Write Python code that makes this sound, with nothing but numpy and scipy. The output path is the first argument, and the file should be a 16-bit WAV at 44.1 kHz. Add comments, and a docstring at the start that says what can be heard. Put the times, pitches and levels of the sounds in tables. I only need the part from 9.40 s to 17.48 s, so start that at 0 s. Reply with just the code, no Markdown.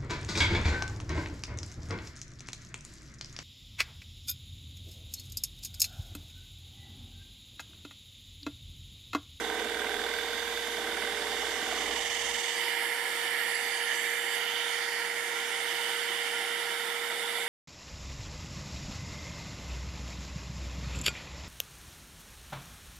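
"""A scroll saw finishes a cut through a thick block: band-filtered grains of noise rasp, sines locked to the
crank sing as teeth, and a squeak and a puff of chatter sound twice a stroke until the blade leaves the wood.
Beside it a dust extractor draws air through a nozzle: a sine whines, and noise rung through resonances
makes the rush, swelling and fading as hands and block move round the nozzle."""
import sys
import numpy as np
from scipy import signal
from scipy.fft import rfft, irfft
from scipy.io import wavfile
from scipy.ndimage import uniform_filter1d, map_coordinates

SR = 44100
rng = np.random.default_rng(int(sys.argv[2]) if len(sys.argv) > 2 else 0)


def pcm_store(signal):
    """Save signal as 16-bit PCM."""
    levels = np.round(np.clip(np.atleast_2d(signal), -1, 1) * 32767)
    wavfile.write(sys.argv[1], SR, levels.astype(np.int16).T)


N = 356328

# Crank speed, sagging under load and racing as the blade comes free: time_s, turns_per_s
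CRANK = [(0.0, 20.11), (0.55, 20.4), (1.05, 20.72), (1.6, 19.74), (2.1, 20.57), (2.5, 19.33), (2.62, 21.63),
         (2.85, 21.02), (3.2, 20.28)]
APART_S, LIFTED_S, MOVE_S = 3.19, 5.0, .08   # halves drawn apart, block held up; time a move takes


def amp(db):
    """Level definition: the amplitude gain of a value in dB."""
    return 10 ** (np.asarray(db) / 20)


def rms_one(x):
    """Power normalisation: scale a signal to rms 1."""
    return x / np.sqrt(np.mean(x ** 2) + 1e-20)


def seconds():
    """Sampling: the time of every sample in seconds."""
    return np.arange(N) / SR


def in_time(rows, after_db=None):
    """Linear interpolation: the columns of a time table, one value a sample."""
    times, *columns = np.transpose(rows)
    return [np.interp(seconds(), times, column, right=after_db) for column in columns]


def at_hz(points, hz):
    """Logarithmic frequency scale: read a spectrum table between its points."""
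    table_hz, values = np.array(points).T
    return np.interp(np.log(hz), np.log(table_hz), values)


def drift(rate):
    """Low-passed randomness: a slow wander of rms 1, changing about rate times a second."""
    samples_per_knot = 200
    knots = rng.standard_normal(int(N / samples_per_knot) + 200)
    span = max(1, int(110 / rate))
    slow = uniform_filter1d(uniform_filter1d(knots, span), span)
    return np.interp(np.arange(N) / samples_per_knot, np.arange(len(slow)), rms_one(slow))


def bell(x, centre, length):
    """Gaussian envelope: 1 at the centre, with the length as standard deviation."""
    return np.exp(-.5 * ((x - centre) / length) ** 2)


def resonate(x, hz, width_hz, count=1):
    """Damped resonance: a two-pole filter of peak gain 1, repeated count times for steeper flanks."""
    r = np.exp(-np.pi * width_hz / SR)
    g = (1 - r * r) / 2
    section = [g, 0, -g, 1, -2 * r * np.cos(2 * np.pi * hz / SR), r * r]
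    return signal.sosfilt([section] * count, x)


def stereo(mid, side, alike, pan_db):
    """Interchannel coherence: mix two independent noises to a given correlation and left-minus-right level."""
    alike = np.clip(alike, -.99, .99)
    common, opposed = np.sqrt(1 + alike) * mid, np.sqrt(1 - alike) * side
    pair = np.array([common + opposed, common - opposed])
    return pair * np.array([amp(pan_db / 2), amp(-pan_db / 2)]).reshape(2, -1)


def crank_turns():
    """Kinematics: crank angle in turns is the running integral of its speed."""
    start_turns = -0.114
    return start_turns + np.cumsum(in_time(CRANK)[0]) / SR


def hiss():
    """Broadband turbulence: shaped noise fills the valleys between the resonances."""
    # Power spectrum of the air noise: frequency_hz, relative_db
    spectrum = [(12, -77), (20, -38.5), (412, -21.5), (473, -20), (575, -33), (2060, -13.5), (2570, -18),
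                (3040, -9.5), (4120, -24), (9220, -21.5), (15200, -28.5)]
    # Left-right correlation: frequency_hz, likeness
    likeness = [(60, 0.8), (180, .7), (540, 0.68), (1630, 0.98), (4900, 0), (14700, .1)]
    # Left-right balance: frequency_hz, left_minus_right_db
    balance = [(60, -4), (150, -4), (380, -8), (940, -2), (2350, -5.5), (5890, -2), (14700, -4)]
    level_db = -46.5
    hz = np.maximum(np.fft.rfftfreq(N, 1 / SR), 1)
    mid, side = rfft(rng.standard_normal((2, N))) * amp(at_hz(spectrum, hz))
    out = irfft(stereo(mid, side, at_hz(likeness, hz), at_hz(balance, hz)), N)
    return amp(level_db) * out / np.std(out.mean(axis=0))


def whistles():
    """Narrow-band noise: faint, nearly steady thin notes of the extractor, one of them near twice the pitch of
    the whine."""
    # Thin notes: frequency_hz, width_hz (of one filter pass; two are made), level_db (rms before panning)
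    notes = [(789, 14, -62), (942, 8, -59), (1044, 9, -62), (1071, 9, -63), (1130, 10, -67),
             (1206, 10, -64), (1270, 14, -67), (2711, 12, -60)]
    out = 0
    for hz, width_hz, db in notes:
        out = out + amp(db) * rms_one(resonate(rng.standard_normal(N), hz, width_hz, count=2))
    return out * amp([[-3.5], [2.5]])


def whine():
    """Rotational tone: the extractor's rotor sounds one sine, wavering slightly in phase and level."""
    # Rotor note: time_s, pitch_hz, level_db (rms before waver and panning)
    rotor = [(0, 467.8, -43), (1.1, 468.8, -42), (1.4, 470, -42.5), (2.1, 471.2, -44), (3.9, 471.1, -45.5),
             (8.08, 470.2, -43.5)]
    hz, db = in_time(rotor)
    phase = 2 * np.pi * np.cumsum(hz) / SR + 0.066 * drift(30)
    note = np.sin(phase) * amp(0.38 * drift(20))
    return np.sqrt(2) * amp(db) * note * amp([[-2.6], [2.0]])


def air(modes, gust, flicker_db, patchy_db, slide=None):
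    """Flow-excited resonance: noise rings each mode, which flickers and wanders per channel; mean of both rms 1."""
    out = 0
    for hz, width_hz, db, pan_db, alike in modes:
        rings = resonate(rng.standard_normal((2, N + SR // 2)), hz, 1.35 * width_hz, count=2)
        if slide is None:
            mid, side = rings[:, :N]
        else:   # reading faster or slower shifts the resonance
            read_at = [np.cumsum(slide)]
            mid, side = (map_coordinates(ring, read_at, order=3) for ring in rings)
        flicker = flicker_db * (0.43 * gust + drift(21))   # shared gust plus the mode's own flicker
        patches = patchy_db * np.array([drift(1.7), drift(1.04)])
        out = out + amp(db + flicker + patches) * stereo(mid, side, alike, pan_db)
    return out / np.std(out.mean(axis=0))


def casing(gust):
    """Structural resonance: noise rings the low modes of the extractor casing."""
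    # Modes: frequency_hz, width_hz (before 1.35x broadening and two passes), relative_db,
    # left_minus_right_db, likeness (left-right correlation)
    modes = [(35, 37, -26, -3, .6), (128, 17, -19.5, -6, 0.58), (188, 40, -17, -3, 0.98),
             (246, 78, -11.5, -4.5, 0.86), (347.3, 34.4, -3.5, -2.5, 1), (399, 37, -7.5, -7.5, 0.69),
             (498, 85, -4, -5.5, 0.53), (687, 175, -5, -5.5, 0.95), (787, 73, 0.5, -4.5, 0.97),
             (926.3, 69, 3.5, -6, 0.89), (1080, 130, -6.5, -1, 0.7), (1190, 36, -6.5, 8, 0.84),
             (1262, 65, -9, -5, .7)]
    # Level of the casing: time_s, level_db
    level = [(0, -44), (1.2, -47.5), (2.6, -45), (3.5, -44), (4.4, -44.5), (5.3, -45.5), (6.2, -44.5),
             (7.2, -44.5), (8.1, -43.5)]
    return amp(in_time(level)[0]) * air(modes, gust, flicker_db=0.93, patchy_db=0.76)


def nozzle_levels():
    """Acoustic shading: each group's level as the block shades the nozzle, leaves, and is held up."""
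    # Rush bands near 2, 3 and 3.5 kHz: time_s, at_2k_db, at_3k_db, at_3k5_db
    mid_bands = [(0.0, -42, -52, -49), (0.04, -47, -51, -41.5), (0.16, -44.5, -49.5, -44),
                 (1.22, -43.5, -47.5, -42), (2.14, -41.5, -43, -43.5), (2.63, -39, -39, -43),
                 (3.06, -39.5, -39, -43), (3.08, -38, -35.5, -41), (3.13, -41, -42, -45),
                 (3.22, -36, -38, -42.5), (3.58, -37, -45, -48.5), (3.8, -38, -41, -45),
                 (4.0, -36, -41, -46.5), (4.3, -37, -43.5, -46.5), (4.36, -38.5, -38.5, -47.5),
                 (4.77, -36, -43.5, -46.5), (4.88, -38.5, -40.5, -46.5), (5.22, -38, -36, -42.5),
                 (5.45, -37, -44.5, -45.5), (5.49, -37.5, -43.5, -50), (5.94, -39, -45.5, -46),
                 (6.01, -38.5, -42.5, -45), (6.46, -38.5, -39.5, -43.5), (6.97, -38, -40, -45),
                 (7.18, -39.5, -42.5, -43), (7.6, -39, -45, -44), (8.03, -38, -44, -41),
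                 (8.08, -36, -44, -46)]
    # Two treble bands: time_s, at_5k_db, at_9k_db
    treble_bands = [(0.0, -54, -58), (0.02, -51.5, -59), (2.11, -46.5, -56.5), (3.06, -45.5, -49),
                    (3.13, -47, -53), (3.19, -43.5, -44.5), (3.35, -46.5, -53), (3.44, -47.5, -47),
                    (4.16, -48.5, -50), (4.28, -49, -55), (4.34, -46.5, -46), (4.5, -49, -50.5),
                    (4.73, -52, -47), (4.82, -52, -49), (4.93, -48.5, -46.5), (5.11, -50, -55),
                    (5.31, -48.5, -44.5), (5.54, -43.5, -48.5), (5.85, -48, -47.5), (5.99, -48, -53),
                    (6.1, -48.5, -46), (6.37, -47.5, -49.5), (7.63, -50, -51), (8.08, -49, -48)]
    # Five more bands: time_s, at_1k8_db, at_6k3_db, at_7k7_db, at_10k5_db, at_12k_db
    more_bands = [(0.0, -46, -51, -54, -57, -59), (0.11, -47, -55.5, -56, -67, -65),
                  (1.26, -47.5, -49.5, -55, -59, -56), (1.48, -45.5, -53, -55.5, -57, -59),
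                  (2.77, -42.5, -46.5, -47, -58, -58), (3.11, -42.5, -45.5, -45.5, -58, -57),
                  (3.26, -42, -52, -49, -49, -50), (3.31, -36, -54, -48, -51, -52),
                  (3.44, -39, -54.5, -51, -46, -50), (3.76, -40, -50.5, -48, -51, -51),
                  (3.89, -36.5, -54, -52, -48, -53), (4.0, -37, -57, -51, -51, -47),
                  (4.14, -37, -53, -46.5, -48.5, -55), (4.28, -41, -51, -50, -51, -50),
                  (4.34, -39, -48, -46, -51, -56), (4.45, -38, -54, -53, -44, -56),
                  (4.5, -33, -48, -53, -52, -54), (4.57, -38, -47, -45, -49, -50),
                  (4.59, -36.5, -50, -47, -52, -54), (4.75, -37, -52, -51, -49, -50),
                  (4.93, -39, -53, -46.5, -53, -52), (4.95, -37, -54, -50, -47, -50),
                  (4.99, -42, -52, -55, -53, -52), (5.31, -40, -48.5, -54, -53, -57),
                  (5.69, -40, -52, -54, -55, -51), (5.83, -42.5, -49.5, -53, -56, -53),
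                  (6.21, -43, -53, -51, -53, -55), (6.25, -39, -52, -53, -54, -51),
                  (6.59, -43.5, -53, -50, -55, -53), (6.86, -41, -53, -50.5, -55, -55),
                  (7.65, -43, -53, -52, -53, -51), (7.97, -45, -55, -52, -49, -52),
                  (8.03, -45, -52, -47, -53, -50), (8.08, -39, -56, -53, -50, -52)]
    # The loosened block rides the blade and throbs the rush: time_s, swing_db (scales the two-harmonic swing)
    throb = [(0, .3), (2.3, .4), (2.55, 1.4), (3.0, 1.6), (3.15, .3)]
    edge_s, throb_place = 2.95, .98   # cut reaches the edge; zero phase of the throb in turns
    s = seconds()
    cut = np.clip(s / edge_s, 0, 1) ** 1.7
    apart, lifted = (np.clip((s - at) / MOVE_S + .5, 0, 1) for at in (APART_S, LIFTED_S))
    at_1k4 = -49.5 - 3 * cut + 6 * apart + 2.5 * lifted   # dB
    at_5k, at_9k = in_time(treble_bands)
    at_1k8, at_6k, at_8k, *top = in_time(more_bands)
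    angle = 2 * np.pi * (crank_turns() - throb_place)
    throb_db = in_time(throb, after_db=0)[0] * (np.cos(angle) - 0.81 * np.cos(2 * angle))
    levels = [at_1k4, at_1k8, *in_time(mid_bands), at_5k, at_6k, at_8k, at_9k, *top]
    return [db + throb_db for db in levels]


def moving_echo(x):
    """Comb filtering: an echo off the moving hand and block, strongest with the halves apart, sweeps the colour."""
    echo_db, delay_s, wander_s = -11, .0007, .00005   # wander is the rms change of delay
    s = seconds()
    late = s - delay_s - wander_s * drift(1.5)
    moves_s = [APART_S - MOVE_S, APART_S, LIFTED_S, LIFTED_S + MOVE_S]
    strength = np.interp(s, moves_s, [0.1, 0.96, 1.0, 0.28])
    echo = np.array([np.interp(late, s, channel) for channel in x])
    return x + amp(echo_db) * strength * echo


def nozzle_rush(gust):
    """Turbulent inflow: air noise rings groups of hose and nozzle resonances, the treble with a moving echo."""
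    # One list per group, low to high: frequency_hz, width_hz (before 1.35x broadening and two passes),
    # relative_db, left_minus_right_db, likeness (left-right correlation)
    groups = [
        [(1303, 18, 17, -12.5, 0.67), (1338, 17, 18.5, -8, .8), (1408, 47, 23, -2.5, 0.29),
         (1519, 17, 18.5, -11, 0.96), (1563, 68, 16.5, -7, .65)],
        [(1700, 69, -3.5, -17, 1), (1793, 132, -1.5, -5.5, 0.82), (1856, 90, 1, -8.5, 0.73)],
        [(1987, 116, 1.5, -9.5, 0.85), (2115, 186, 1, -9, 0.85), (2315, 126, -2, -7, 0.43)],
        [(2754, 170, -5.5, -9, 0.48), (2982, 246, 2, -13, 0.9), (3176, 164, -2.5, -9, .8)],
        [(3423, 100, 13, -15, .9), (3565, 330, 17.5, -9.5, 0.56)],
        [(4590, 510, 2.5, -8, 0.4), (5300, 320, -1, -3.5, 0.93)],
        [(6130, 1060, 0.5, -8, 0.25), (6910, 590, -2.5, -1, 0.18)],
        [(7465, 400, 0, -7, 0.46), (8250, 620, -1, 2.5, 0.3)],
        [(9190, 820, 0, -7, 0.32)],
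        [(10590, 520, 0, -6.5, 0.26)],
        [(11980, 750, -2.5, -4, 0.37), (12850, 380, -5, 5, .4), (13500, 900, -10, -8, .2)],
    ]
    # The 3 kHz group slides as the block swings past: time_s, reference_hz (ratio to the first row is used)
    slide_rows = [(0, 2970), (4.05, 2970), (4.15, 2820), (4.5, 3020), (4.7, 2970), (5.0, 2950), (5.3, 3030),
                  (5.45, 2970)]
    slides = [None, None, None, in_time(slide_rows)[0] / slide_rows[0][1], None]
    levels = nozzle_levels()
    rush, treble = 0, 0
    for db, modes, slide in zip(levels, groups, slides):   # the five lower groups
        rush = rush + amp(db) * air(modes, gust, flicker_db=0.5, patchy_db=.5, slide=slide)
    for db, modes in zip(levels[5:], groups[5:]):
        treble = treble + amp(db) * air(modes, gust, flicker_db=0.94, patchy_db=1.7)
    return rush + moving_echo(treble)


def tones(turns, table, waver, swells=()):
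    """Periodic excitation: sines at multiples of the crank, each wavering in strength and phase."""
    s, out = seconds(), 0
    for multiple, db in table:
        for swell_multiple, at_s, length_s, gain_db in swells:
            if swell_multiple == multiple:
                db = db + gain_db * bell(s, at_s, length_s)
        strength = amp(db + 4.2 * waver * drift(9.5))
        phase = 2 * np.pi * (multiple * turns + rng.random()) + waver * drift(13)
        out = out + strength * np.sin(phase)
    return out * np.sqrt(2)


def block_shake(turns):
    """Forced vibration: the gripped block shakes on the table, buzzes once severed, and a half settles."""
    # Shaking harmonics: crank_multiple, relative_db
    harmonics = [(3, 0.5), (1, -11), (2, -20), (4, -11), (6, -15)]
    # Strength of the shaking: time_s, level_db
    strength = [(0.1, -59), (0.65, -59.5), (1.47, -62), (2.06, -59), (2.2, -63), (2.54, -56), (2.68, -66),
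                (2.92, -59), (2.96, -69), (3.1, -81)]
    # Notes of the severed block: crank_multiple, loudest_s, length_s (standard deviation), peak_db (before panning)
    buzzes = [(4, 2.65, .07, -60), (9, 2.65, 0.069, -59.5), (6, 2.85, .09, -63), (11, 2.86, .1, -62),
              (12, 2.86, 0.055, -59)]
    thud_s, thud_hz, thud_db, thud_t60_s = 2.95, 85, -54, .14   # the severed half settles
    s = seconds()
    steady, wavering = tones(turns, harmonics[:1], waver=.1), tones(turns, harmonics[1:], waver=0.92)
    shake = amp(in_time(strength, after_db=-120)[0]) * (steady + wavering)
    for multiple, at_s, length_s, db in buzzes:
        shake += amp(db) * bell(s, at_s, length_s) * np.sin(2 * np.pi * multiple * turns)
    since = np.maximum(s - thud_s, 0)
    shake += amp(thud_db - 60 * since / thud_t60_s) * np.sin(2 * np.pi * thud_hz * since)
    return shake * amp([[-1.6], [1.3]])


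def chatter(puff):
    """Impulsive excitation: noise under the puff envelope rings blade and block."""
    # Modes of blade and block: frequency_hz, width_hz (of one filter pass; two are made), relative_db
    modes = [(1601, 99, 12.5), (2045, 570, 9), (3520, 500, 0.5), (4500, 1300, -5), (9000, 17000, -13)]
    rings = 0
    for hz, width_hz, db in modes:
        rings = rings + amp(db) * resonate(puff * rng.standard_normal((2, N)), hz, width_hz, count=2)
    return stereo(*(rings / np.std(rings[0])), .9, -8.5)


def bites():
    """Transient excitation: each hard bite is a rising chirp with chatter; also gives the gate left to the squeak."""
    # Hard bites of the blade at a stroke end: start_s, peak_db (before panning)
    hard_bites = [(0.0982, -28), (0.2184, -30), (0.2937, -30), (0.3441, -28), (0.369, -29), (0.392, -26),
                  (0.417, -26), (0.4429, -27.5), (0.4918, -28), (0.516, -31), (0.5397, -27), (0.5901, -29),
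                  (0.614, -30), (0.6387, -29), (0.663, -27.5), (0.6878, -27.5), (0.7365, -27),
                  (0.7848, -26.5), (0.831, -31), (0.9308, -29), (1.025, -30.5), (1.1727, -28.5),
                  (1.369, -30.5), (1.4706, -28.5), (1.5983, -33), (1.6482, -29), (1.6716, -30),
                  (1.917, -32), (2.0433, -31.5), (2.2872, -31)]
    start_hz, glide_hz_per_s, rise_s, fall_s, chatter_db = 1500, 12000, .0014, .006, -10
    since = np.arange(int(.03 * SR)) / SR
    shape = (1 - np.exp(-(since / rise_s) ** 2)) * np.exp(-(since / fall_s) ** 2)
    shape = shape / shape.max()
    chirp = shape * np.sin(2 * np.pi * (start_hz * since + glide_hz_per_s * since ** 2 / 2))
    start_s, peak_db = np.array(hard_bites).T
    hits = np.zeros(N)
    hits[(start_s * SR).astype(int)] = amp(peak_db)
    puff = signal.fftconvolve(hits, shape)[:N]
    busy = uniform_filter1d(signal.fftconvolve(hits > 0, shape)[:N], size=400)
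    free = 1 - np.clip(busy * 4, 0, 1)
    chirps = signal.fftconvolve(hits, chirp)[:N] * amp([[-5], [3]])
    return chirps + amp(chatter_db) * np.std(puff) * chatter(puff), free


def stroke_ends(turns):
    """Stick-slip: the blade stalls in the kerf as it reverses, with a squeak phased alike each stroke and a puff."""
    # Stalls: place_turns (0-1), length_turns (standard deviation), squeak_hz (at the second-row crank speed),
    # relative_db
    stalls = [(.385, .075, 1570, -1), (.885, .07, 1550, 0), (.885, .045, 1420, -6)]
    # Squeak and chatter together, gone once little wood is left: time_s, level_db (before their mix)
    strength = [(0.0, -38), (0.3, -38), (0.4, -35), (0.8, -38), (0.84, -39), (1.3, -40.5), (1.62, -37.5),
                (2.0, -42), (2.32, -39), (2.6, -58)]
    stroke = np.clip(turns, 0, 79).astype(int)
    squeak, puff = 0, 0
    for place, length, hz, end_db in stalls:
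        late, louder, sharper = rng.standard_normal((80, 3))[stroke].T   # chance, held for a whole turn
        from_place = turns % 1 - place
        swell = amp(end_db + .8 * louder) * bell(from_place, .012 * late, length)
        cycles = hz * (1 + .008 * sharper) * from_place / CRANK[1][1]
        squeak = squeak + swell * np.sin(2 * np.pi * cycles + .45 * late)
        puff = puff + swell
    hard, free = bites()
    plain = amp(-4.5) * rms_one(squeak) * amp([[-5], [3]]) + amp(-9) * chatter(puff)
    return hard + free * amp(in_time(strength, after_db=-120)[0]) * plain


def ring_block(grains, modes):
    """Modal response: grains of noise, alternating between two streams, ring the block; rms 1."""
    out = 0
    for k, (hz, width_hz, db) in enumerate(modes):
        out = out + amp(db) * resonate(grains[k % 2], hz, 1.67 * width_hz, count=2)
    return rms_one(out)


def rasp(turns):
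    """Fracture noise: teeth tear fibres, least as the blade climbs; their repeating pattern adds crank harmonics."""
    # Low modes of the block: frequency_hz, width_hz (before 1.67x broadening and two passes), relative_db
    low_modes = [(249.6, 59, 5.5), (307, 78, 6.5), (445, 147, 8.5)]
    # High modes of the block, same columns
    high_modes = [(590, 70, -3), (780, 130, -2.5), (920, 120, -4.5), (1100, 200, -5)]
    # Same teeth every stroke: crank_multiple, relative_db
    teeth_tones = [(11, -17.5), (13, -20.5), (15, -12.5), (17, -19), (16, -12.5), (20, -14), (21, -5.5),
                   (22, -7.5), (24, -15), (29, -20), (31, -26), (35, -10), (36, -21), (37, -10.5),
                   (39, -10.5)]
    # Tones that change for a while as the blade meets other grain:
    # crank_multiple, centre_s, length_s (standard deviation), gain_db
    swells = [(21, 0.12, 0.17, 4.5), (16, .2, 0.11, 4), (29, .45, 0.23, 10), (36, 0.53, .15, 17),
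              (39, 0.53, 0.1, 4.5), (20, 0.6, 0.12, 12), (15, 0.66, 0.1, -1), (16, 1, .15, 4),
              (29, .65, 0.11, 3), (21, 0.69, 0.22, 4.5), (39, 1.66, 0.13, 5.5), (17, 1.51, 0.17, 13),
              (29, 1.8, .3, 13), (21, 1.89, .2, 6), (37, 2.0, .06, 8), (37, 2.27, 0.072, 7.5)]
    # How hard the wood grips; the blade breaks out near 2.55 s, rubs in the kerf and is clear at 3 s:
    # time_s, grip_db
    grip = [(0.0, 0.5), (0.6, -0.5), (0.8, -2.5), (1.3, -3.5), (1.38, 0), (1.65, -0.5), (2.1, 0), (2.4, 2),
            (2.48, 2.2), (2.54, 1), (2.62, -3), (2.78, -6), (2.93, -7), (3.0, -30), (3.15, -36)]
    s, (grip_db,) = seconds(), in_time(grip, after_db=-90)
    low_db = -44 - 1.8 * s + 1.5 * grip_db   # slope in dB per s as the cut nears the edge
    high_db = -46 + 0.77 * s + grip_db
    bite = amp(3.0 * np.cos(2 * np.pi * (turns - .02)) + 2.8 * np.cos(6 * np.pi * (turns - .1)))
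    grains = rng.standard_normal((2, N)) * amp(3.5 * rng.standard_normal(N)) * bite
    low, high = ring_block(grains, low_modes), ring_block(grains, high_modes)
    teeth = np.sqrt(bite) * tones(turns, teeth_tones, waver=0.12, swells=swells)
    cut = amp(low_db) * (amp(-1.5) * low + amp(1.5) * teeth) + amp(high_db) * high
    return cut * amp([[-3.0], [2.3]])


def saw():
    """Crank-driven reciprocation: one crank angle times the rasp, the stroke ends and the shaking block."""
    turns = crank_turns()
    return rasp(turns) + stroke_ends(turns) + block_shake(turns)


def scene():
    """Superposition: extractor and saw add linearly, casing and nozzle sharing one gust."""
    gust = drift(15.0)
    extractor = hiss() + whistles() + whine() + casing(gust) + nozzle_rush(gust)
    return extractor + saw()


def record(dry):
    """Arrival difference and band limit: the left channel lags one sample and a steep low-pass cuts the top."""
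    cutoff_hz = 15330
    ports = np.array([np.roll(dry[0], 1), dry[1]])
    return signal.sosfilt(signal.ellip(16, .5, 80, cutoff_hz, fs=SR, output="sos"), ports)


dry = scene()
out = record(dry)
pcm_store(out)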